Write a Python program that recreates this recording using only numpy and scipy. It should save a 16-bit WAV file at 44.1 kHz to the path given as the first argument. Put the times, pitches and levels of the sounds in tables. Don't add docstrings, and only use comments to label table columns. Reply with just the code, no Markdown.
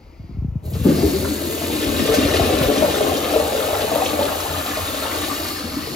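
import sys
import numpy as np
from scipy import signal
from scipy.fft import rfft, irfft, next_fast_len
from scipy.io import wavfile
from scipy.ndimage import map_coordinates

SR = 44100
rng = np.random.default_rng(int(sys.argv[2]) if len(sys.argv) > 2 else 0)


def pcm_store(signal):
    levels = np.round(np.clip(np.atleast_2d(signal), -1, 1) * 32767)
    wavfile.write(sys.argv[1], SR, levels.astype(np.int16).T)


N = 262395

# start_s, churn_db, slurp_db, typical bubble pitch_hz
SIPHON_COURSE = [(0.65, -44.5, -46, 434), (0.82, -48, -40, 394), (0.87, -28.5, -31.5, 376),
                 (1.45, -29.5, -34, 360), (1.8, -26, -30.5, 427), (2.15, -24.5, -24.5, 440),
                 (2.65, -25, -22.5, 548), (3.5, -31.5, -26.5, 590), (4.22, -31, -25.5, 760),
                 (4.42, -35, -31, 800), (5.15, -34.5, -33.5, 635), (5.95, -34, -43.5, 518)]
# centre_hz, width_hz, level_db
BOWL_MODES = [(419, 73, -4), (444.4, 23.5, 3.5), (508, 31, -3.5), (555.7, 35, -1), (633.5, 78, -1.5),
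              (722, 48, -2.5), (811, 93, -2), (880, 91, -19)]
OPEN_S, BURST_S, CLOSE_S, CLOSING_S = 0.62, 0.845, 5.49, 0.13
TOP_HZ = 15850


def amp(db):
    return 10 ** (np.asarray(db) / 20)


def unit(x):
    return x / np.sqrt(np.mean(x ** 2) + 1e-20)


def along(points, hz):
    f, v = np.transpose(points)
    return np.interp(np.log(hz + 1), np.log(f + 1), v)


def curves(rows):
    s, *cols = np.transpose(rows)
    return [np.interp(np.arange(N) / SR, s, c) for c in cols]


def wobble(rate):
    knots = rng.standard_normal(int(N * rate / SR) + 4)
    return map_coordinates(knots, [np.arange(N) * rate / SR])


def since(s):
    return np.maximum(np.arange(N) / SR - s, 0)


def opened(start, rise):
    return np.minimum(since(start) / rise, 1)


def surge(s, rise, decay):
    return opened(s, rise) * np.exp(-since(s + rise) / decay)


def add(track, s, sound):
    start = max(round(s * SR), 0)
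    track[start:start + len(sound)] += sound[:max(N - start, 0)]


def filtered(x, response):
    m = next_fast_len(N + SR // 2)
    return irfft(rfft(x, m) * response(np.fft.rfftfreq(m, 1 / SR)), m)[..., :N]


def coloured(x, spectrum):
    return unit(filtered(x, lambda hz: amp(along(spectrum, hz))))


def resonate(x, modes, edge_hz):
    def body(f):
        total = 0
        for k, (centre, width, db) in enumerate(modes):
            loss = 1j * f * width
            total = total + (-1) ** k * amp(db) * loss / (centre * centre - f * f + loss)
        return total
    damping = signal.butter(3, edge_hz, fs=SR, output="sos")
    return unit(signal.sosfilt(damping, filtered(x, body)))


def ring(t, hz, t60, glide, attack):
    life = t / t60
    tone = np.sin(2 * np.pi * hz * t * (1 + glide * np.minimum(life, 1) / 2))
    return tone * np.exp(-np.log(1000) * life) * (1 - np.exp(-t / attack))


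def bubbles(count, pitch_hz, pitch_spread, cycles, size_db, glide, size):
    chance = rng.random((count, 2))
    start = (chance[:, :1] * N).astype(int)
    detune = np.exp(pitch_spread * rng.standard_normal((count, 1)))
    hz = np.broadcast_to(pitch_hz, N)[start] * detune
    strength = amp(size_db * np.minimum(-np.log(1 - chance[:, 1:]), np.pi))
    k = np.arange(size)
    grains = strength * ring(k / SR, hz, cycles / hz, glide, .5 / hz)
    return unit(np.bincount((start + k).ravel(), grains.ravel(), N)[:N])


def porcelain(x):
    # centre_hz, half_width_hz, boost_db
    cavity = [(1740, 30, 0.5), (2395, 37, -1), (2690, 46, 0.5), (2840, 90, 1), (3600, 89, 1.5),
              (3810, 140, 3.5), (4150, 92, 2.5), (4500, 58, -1), (5150, 180, 2.5), (6000, 130, 5),
              (6900, 180, 2), (7370, 110, 6.5), (8010, 120, 10.5)]

    def boost(f):
        return amp(sum(db * np.exp(-((f - hz) / width) ** 2) for hz, width, db in cavity))
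    return unit(filtered(x, boost))


def around_bowl(x, side_db):
    side = amp(side_db) * np.roll(x, N // 2)
    return unit(x + np.array([[1], [-1]]) * side)


def swayed(x):
    sway_share, sway_per_s = .05, 7
    position = np.cumsum(1 + sway_share * wobble(sway_per_s))
    return map_coordinates(x, [position], order=1, mode="mirror")


def ventilation():
    # pitch_hz, level_db
    vent_spectrum = [(25, 2), (55, 0), (90, 5), (160, -11.5), (350, -11), (500, -18), (780, -21),
                     (1250, -26), (1600, -35), (2500, -31.5), (3400, -41), (5600, -42), (15000, -48)]
    return amp(-42.5) * coloured(rng.standard_normal(N), vent_spectrum)


def room_tail():
    # pitch_hz, t60_s
    decay_times = [(100, 0.13), (500, 0.54), (3000, 0.83), (14000, 0.022)]
    # pitch_hz, level_db
    differing_levels = [(80, -9), (300, -9.5), (600, -1), (1200, 0), (3000, -1), (5000, -6), (6500, 1),
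                        (8600, -14.5), (12000, -2.5), (12900, 1.5), (13400, -50)]
    hz, t, z = signal.stft(rng.standard_normal((2, SR // 3)), SR, nperseg=256)
    early = amp(7.0) * np.exp(-t / 0.0027)
    decay = amp(-60 * t / along(decay_times, hz)[:, None]) + early
    decay = decay / np.sqrt(np.mean(decay ** 2, axis=1, keepdims=True))
    z = z * decay * amp(along(differing_levels, hz))[:, None]
    tail = signal.istft(z, SR, nperseg=256)[1] / np.sqrt(SR // 3)
    return np.pad(tail, ((0, 0), (SR // 500, 0)))


def room(x, size=4096):
    lasting = signal.fftconvolve(x[None], room_tail(), axes=1)[:, :N]
    moving = np.zeros((2, N + 2 * SR))
    padded = np.pad(x, (size, 2 * size))
    fade = np.sin(np.pi * np.arange(2 * size) / (2 * size))
    for start in range(0, N + size, size):
        piece = padded[None, start:start + 2 * size] * fade
        answer = signal.fftconvolve(piece, room_tail(), axes=1)
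        moving[:, start:start + answer.shape[1]] += answer
    return .25 * lasting + .97 * moving[:, size:size + N]


def early_hiss():
    # centre_hz, width_hz, level_db
    early_modes = [(2160, 330, -4), (4770, 470, -5)]
    start_db, fade_start_s, fade_db_per_s = -62.5, 0.34, 107
    level = amp(start_db - fade_db_per_s * since(fade_start_s))
    return level * resonate(rng.standard_normal(N), early_modes, edge_hz=6500)


def air_thumps():
    # start_s, relative level_db, nominal pitch_hz (the glide runs from above it to below it)
    thumps = [(0.197, -24, 89), (0.241, -27, 105), (0.293, -26, 127), (0.309, -29, 170), (0.317, -25, 57),
              (0.345, -23, 90), (0.37, -18.5, 124.5), (0.385, -16, 75), (0.421, -14.5, 107),
              (0.446, -13.5, 138), (0.483, -13.5, 74.5), (0.52, -21, 78), (0.555, -13.5, 114),
              (0.625, -30, 115), (0.654, -23, 128), (0.677, -18.5, 91), (0.722, -21, 138), (0.74, -16, 82),
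              (0.765, -16, 88), (0.797, -16, 125), (0.811, -15.5, 145), (1.865, -18, 80),
              (2.095, -17.5, 85), (2.184, -23, 78), (2.248, -12.5, 93), (2.406, -10.5, 94),
              (2.533, -17, 80), (2.609, -12.5, 100), (2.656, -13, 66)]
    out, t = np.zeros(N), np.arange(SR // 4) / SR
    for s, db, hz in thumps:
        drop_s = 0.0065 * np.exp(0.19 * rng.standard_normal())
        pitch_hz = hz * (0.54 + 1.77 * np.exp(-t / drop_s))
        swell = (1 - np.exp(-t / 0.0067)) * np.exp(-t / 0.01)
        add(out, s, amp(db + 7.5) * swell * np.sin(2 * np.pi * np.cumsum(pitch_hz) / SR))
    judder_db = wobble(300)
    return out * amp(judder_db)


def flow_db():
    # start_s, flow level_db
    opening = [(0.63, -16.5), (0.725, -13), (0.74, -8), (0.825, -7.5), (0.845, -3.5), (1.05, 2)]
    throttled_db = -5.5
    return curves(opening)[0] + throttled_db * opened(CLOSE_S, CLOSING_S)


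def valve_ring():
    # centre_hz, width_hz, level_db
    body_modes = [(2240, 240, 2), (3830, 180, -2), (4190, 210, 8.5), (4470, 280, 10), (5180, 530, 4.5)]
    ring_db, wide_open_db = -35, -31
    stroke = np.sin(np.pi * opened(BURST_S, CLOSE_S + CLOSING_S - BURST_S))
    running = opened(start=0.8, rise=0.17) * amp(ring_db + 1.1 * flow_db() + wide_open_db * stroke)
    return running * resonate(rng.standard_normal(N), body_modes, edge_hz=9600)


def valve():
    # pitch_hz, level_db
    hiss_spectrum = [(300, -2.5), (1500, -4.5), (2400, -5), (3200, -4), (4500, -0.5), (5650, -11.5),
                     (6500, -3.5), (8600, -2), (10500, -0.5), (13000, -4.5), (14500, -2.5), (15800, -12)]
    hiss_db = -32.5
    spits = rng.standard_normal(N) * amp(1.6 * wobble(700))
    hiss = porcelain(coloured(spits, hiss_spectrum))
    return amp(hiss_db + flow_db() + 0.32 * wobble(22.08)) * hiss


def drain():
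    # centre_hz, width_hz, level_db
    drain_modes = [(58, 27, -10), (83, 11.8, 6.5), (94.6, 20.4, -2), (140, 18, -5.5)]
    # centre_hz, width_hz, level_db
    full_bowl_modes = [(149.6, 10, 2), (203, 35, -2), (368, 30, -3.5)]
    # peak_s, level_db
    lurch_times = [(0.77, -21), (0.92, -40), (1.04, -23.5), (1.17, -28.5), (1.27, -32), (3.08, -35),
                   (4.53, -32), (4.78, -34)]
    lurch_width_s, rumble_db, boom_db = 0.071, -38, -17.5
    churn_db, _, _ = curves(SIPHON_COURSE)
    steady = amp(rumble_db + churn_db - churn_db.mean())
    t = np.arange(N) / SR
    lurches = sum(amp(db) * np.exp(-((t - s) / lurch_width_s) ** 2) for s, db in lurch_times)
    rumble = resonate(rng.standard_normal(N), drain_modes, edge_hz=204)
    boom = resonate(rng.standard_normal(N), full_bowl_modes, edge_hz=340)
    jet = surge(BURST_S, rise=0.015, decay=0.2)
    rumble_gain = np.hypot(steady * amp(-12 * jet), lurches)
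    boom_gain = np.hypot(amp(boom_db) * jet, amp(-10.5) * steady)
    return rumble_gain * rumble + boom_gain * boom


def jet_slap():
    slap = surge(BURST_S, rise=0.0073, decay=0.35)
    return amp(-30) * slap * resonate(rng.standard_normal(N), BOWL_MODES, edge_hz=330)


def splash():
    # start_s, spray_db, slosh_db
    splash_course = [(0.73, -44, -48), (0.83, -44, -54), (0.87, -40, -37.5), (1.15, -42.5, -48),
                     (1.5, -42, -44.5), (1.65, -33.5, -43.5), (1.98, -30.5, -37.5), (2.17, -27, -33),
                     (2.9, -30.5, -34), (3.5, -32.5, -36), (4.6, -35, -34.5), (5.2, -33, -35.5),
                     (5.95, -43, -42.5)]
    # pitch_hz, level_db
    spray_spectrum = [(700, -30), (1400, -7.5), (1750, -0.5), (2050, -3), (2700, 1.5), (3800, 3),
                      (5000, 4.5), (5650, 2.5), (7000, 0), (10000, 11), (15800, -45)]
    # centre_hz, width_hz, level_db
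    rim_modes = [(770, 210, -11.5), (994, 160, -4.5), (1063, 165, -2), (1192, 87, 2), (1284, 218, -4),
                 (1755, 100, -5.5)]
    spray_db, slosh_db = curves(splash_course)
    flutter = wobble(28.03)
    drops = bubbles(count=9000, pitch_hz=2920, pitch_spread=0.46, cycles=2.9, size_db=2.0,
                    glide=0.083, size=200)
    fizz = bubbles(count=1800, pitch_hz=2571, pitch_spread=0.403, cycles=118, size_db=3.5,
                   glide=0.13, size=1200)
    plinks = bubbles(count=700, pitch_hz=2317, pitch_spread=0.36, cycles=43, size_db=1.5,
                     glide=0.12, size=900)
    mist = rng.standard_normal(N)
    mixture = drops + amp(-4.0) * fizz + amp(-5) * plinks + amp(-4.5) * mist
    spray = porcelain(coloured(mixture, spray_spectrum))
    lumps = bubbles(count=2800, pitch_hz=1179, pitch_spread=0.38, cycles=22.0, size_db=2.5,
                    glide=0.1, size=750)
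    slosh = resonate(lumps, rim_modes, edge_hz=2200)
    return (amp(spray_db + 1.52 * flutter) * around_bowl(spray, side_db=-13)
            + amp(slosh_db + 0.44 * wobble(20)) * around_bowl(slosh, side_db=-6))


def spurts():
    # start_s, level_db, centre_hz, swell_s
    bursts = [(0.650, -46, 12000, .009), (0.652, -57, 4500, .009), (0.698, -41, 12000, 0.0086),
              (0.733, -44, 4000, .008), (0.835, -38, 11000, .012), (0.851, -40, 1150, 0.0079),
              (0.88, -41, 1200, .009), (0.882, -39.5, 2700, .008), (1.244, -30.5, 1220, 0.0073),
              (1.63, -36, 1300, 0.0056), (1.767, -36, 1300, .005), (2.135, -26.5, 5760, .012),
              (2.136, -32, 12000, .012), (2.22, -29, 1250, 0.0044), (2.252, -37, 1250, 0.0064),
              (2.283, -31, 1250, 0.0061), (2.363, -23.5, 2860, 0.0044), (2.61, -32, 12000, .015),
              (2.624, -27, 3000, .006), (2.674, -36, 3000, 0.0046), (2.779, -30, 6000, 0.0037),
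              (2.868, -30, 1250, 0.0024), (2.89, -29.5, 3200, 0.0085), (2.915, -30, 3000, 0.0065),
              (3.168, -29, 4200, .006), (3.238, -31, 3000, .007), (3.574, -30, 3440, 0.0036),
              (3.629, -36, 1290, 0.0091), (3.742, -28, 1200, .006), (3.788, -30, 1310, 0.0053),
              (3.80, -30, 3000, 0.013), (4.046, -28, 6000, .004), (4.057, -26, 3200, 0.0057),
              (4.087, -31, 3200, .005), (4.212, -36.5, 1130, 0.0078), (4.226, -28, 3420, .005),
              (4.252, -30, 3300, .004), (4.279, -28.5, 1350, 0.0056), (4.40, -30, 6000, .004),
              (4.557, -33.5, 1200, .005), (4.56, -32, 3200, 0.0045), (4.606, -32, 1200, 0.0056),
              (4.661, -30, 3700, 0.0037), (4.733, -37, 1300, 0.0082), (5.027, -30, 1300, .008),
              (5.055, -32, 1400, .007), (5.106, -30.5, 1800, .009), (5.451, -31, 1200, .005)]
    width_octaves = 0.83
    out, t = np.zeros(N), np.arange(SR // 8) / SR
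    for s, db, hz, swell in bursts:
        edges = np.minimum(hz * 2 ** (width_octaves * np.array([-.5, .5])), TOP_HZ)
        band = signal.butter(2, edges, "bandpass", fs=SR, output="sos")
        drops = unit(signal.sosfilt(band, rng.standard_normal(len(t))))
        add(out, s, amp(db) * drops * t / swell * np.exp(1 - t / swell))
    return out


def squeezed_pockets():
    # start_s, length_s, level_db, first_hz, last_hz (before the waver)
    squeezes = [(0.884, 0.057, -11.5, 254, 332), (0.972, 0.046, -28.5, 726, 527),
                (1.029, 0.047, -14.5, 253, 342), (1.07, 0.07, -24.5, 314, 260),
                (1.124, 0.065, -16.5, 352, 390), (1.186, 0.111, -22.5, 330, 436),
                (1.285, 0.058, -18.5, 333, 273), (1.331, .05, -27.5, 455, 400)]
    out, waver = np.zeros(N), 1 + 0.027 * wobble(90)
    for s, length, db, first_hz, last_hz in squeezes:
        life = np.linspace(0, 1, round(length * SR))
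        pitch_hz = (first_hz + (last_hz - first_hz) * life) * waver[round(s * SR):][:len(life)]
        add(out, s, amp(db) * np.sin(np.pi * life) * np.sin(2 * np.pi * np.cumsum(pitch_hz) / SR))
    return out


def glugs():
    # start_s, relative level_db, first pitch_hz, t60_s
    gulps = [(0.650, -29, 446, 0.055), (0.753, -17.5, 440, 0.092), (0.853, 0, 285, .14),
             (0.855, -3.5, 186, 0.117), (0.865, -0.5, 330, 0.1), (0.886, -5, 215, 0.059),
             (0.897, -13, 516, 0.087), (1.031, -3.5, 288, 0.089), (1.032, -2, 394.4, 0.12),
             (1.118, -13.5, 198, .11), (1.888, -7, 293, 0.11), (2.088, -4.5, 434, 0.17),
             (2.140, -6.5, 601, 0.12), (2.185, -4.5, 278, 0.074), (2.229, -6, 283, 0.14),
             (2.254, -8, 291, 0.13), (2.341, -1, 428, 0.053), (2.341, -6, 610, 0.065),
             (2.395, -5, 650, 0.072), (2.397, -10, 810, 0.06), (2.480, -11, 288, 0.21),
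             (2.541, -10, 306, 0.1), (2.636, -6.5, 492, 0.073), (2.683, -5, 430, 0.12),
             (2.700, -5.5, 580, 0.065), (2.822, 1.5, 596, 0.052), (2.840, 0.5, 582, 0.061),
             (2.994, -9, 441, 0.085), (3.006, -5.5, 603, 0.12), (3.064, -13, 1046, 0.054),
             (3.148, -7.5, 436, 0.06), (3.319, -10, 280, 0.049), (3.337, -7.5, 611, 0.12),
             (3.359, -6.5, 442, 0.14), (3.360, -4, 608, 0.11), (3.396, -6, 592, 0.071),
             (3.420, -11.5, 428, 0.12), (3.548, -11, 557, 0.1), (3.588, -7, 437, 0.088),
             (3.616, -7.5, 587, 0.043), (3.686, -6, 648, 0.069), (3.707, -7, 598, 0.068),
             (3.728, -5, 634, 0.082), (3.743, -11, 825, 0.06), (3.842, -8, 442, 0.08),
             (3.916, -11, 430, 0.074), (3.919, -7.5, 633, 0.1), (3.957, -7.5, 567, 0.086),
             (3.990, -19, 830, 0.054), (4.001, -11, 1060, 0.057), (4.019, -3, 743, 0.057),
             (4.191, -2.5, 568, 0.071), (4.210, -7.5, 855, 0.055), (4.218, -10, 563, 0.11),
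             (4.300, -13, 633, 0.085), (4.316, -9.5, 628, 0.047), (4.368, -16, 378, .07),
             (4.450, -13, 776, 0.078), (4.564, -15, 765, 0.082), (4.703, -15, 288, 0.1),
             (4.755, -20, 1880, .04), (4.757, -21, 2470, 0.043), (4.770, -12.5, 610, 0.086),
             (4.885, -16.5, 288, 0.083), (4.931, -15.5, 285, 0.082), (5.022, -15.5, 610, 0.068),
             (5.030, -24, 1510, 0.044), (5.053, -14, 860, 0.056), (5.123, -16, 285, .09),
             (5.172, -15, 450, 0.087), (5.188, -20, 288, 0.2), (5.229, -16, 293, 0.076),
             (5.310, -14.5, 1135, 0.062), (5.314, -16, 274, 0.072), (5.412, -16, 600, 0.07),
             (5.562, -21, 1770, .05), (5.642, -13.5, 236, 0.089), (5.767, -11, 293, 0.17),
             (5.783, -20, 1054, .05), (5.872, -16.5, 432, 0.09)]
    froth_db = -15
    out, t = np.zeros(N), np.arange(SR // 4) / SR
    for s, db, hz, t60 in gulps:
        pocket = ring(t, hz, t60, glide=0.13, attack=0.0015)
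        band = signal.butter(3, [hz * .5, hz * 1.5], "bandpass", fs=SR, output="sos")
        froth = unit(signal.sosfilt(band, rng.standard_normal(len(t)))) * np.exp(-t / 0.016)
        add(out, s, amp(db - 5.0) * (pocket + amp(froth_db) * froth))
    return out


def siphon():
    # centre_hz, width_hz, level_db
    trap_modes = [(213.5, 38, -9), (255.7, 32.5, -4.5), (297.7, 28, 0.5), (370.6, 26, -2.5)]
    churn_db, slurp_db, pitch_hz = curves(SIPHON_COURSE)
    large = bubbles(count=3000, pitch_hz=190 + .2 * pitch_hz, pitch_spread=0.31, cycles=10.3,
                    size_db=1.2, glide=0.27, size=1400)
    small = bubbles(count=3200, pitch_hz=pitch_hz, pitch_spread=0.38, cycles=9.6,
                    size_db=2.5, glide=0.063, size=950)
    churn = swayed(resonate(large, trap_modes, edge_hz=360))
    slurp = swayed(resonate(small, BOWL_MODES, edge_hz=870))
    cloud = amp(-16.5) * surge(BURST_S, rise=0.0065, decay=0.12)
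    return np.hypot(amp(churn_db), cloud) * churn + amp(slurp_db) * slurp


def scene():
    flow = opened(OPEN_S, rise=0.033) * (valve() + siphon() + drain() + jet_slap())
    rim = opened(start=.732, rise=.008) * splash()
    knocks = air_thumps() + glugs() + squeezed_pockets() + spurts()
    steady = flow + valve_ring() + early_hiss() + ventilation()
    room_send = steady + rim.mean(axis=0) + amp(-1.5) * knocks
    return steady + rim + knocks + room(room_send)


def record(dry):
    # pitch_hz, lead_rad
    channel_phase = [(200, 0), (1000, -1), (1400, -1.2), (1520, 1.8), (2100, .2), (3000, -1.1), (5300, -1),
                     (5700, 1.2), (6800, .8), (7400, 2.5), (8600, 3.14), (10500, 4.3), (13200, 6.28)]
    # pitch_hz, level_db
    channel_balance = [(60, 0.5), (130, 2), (290, 3), (640, 3.8), (1410, 3.8), (3100, 2.5), (5000, 1.8),
                       (7500, 0)]
    sides = np.array([[1], [-1]]) / 2

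    def channels(hz):
        gain = amp(sides * along(channel_balance, hz))
        turn = np.exp(-1j * sides * along(channel_phase, hz))
        return gain * turn * (hz < TOP_HZ)
    low_cut = signal.butter(3, 38, "highpass", fs=SR, output="sos")
    return filtered(signal.sosfilt(low_cut, dry), channels)


dry = scene()
out = record(dry)
pcm_store(out)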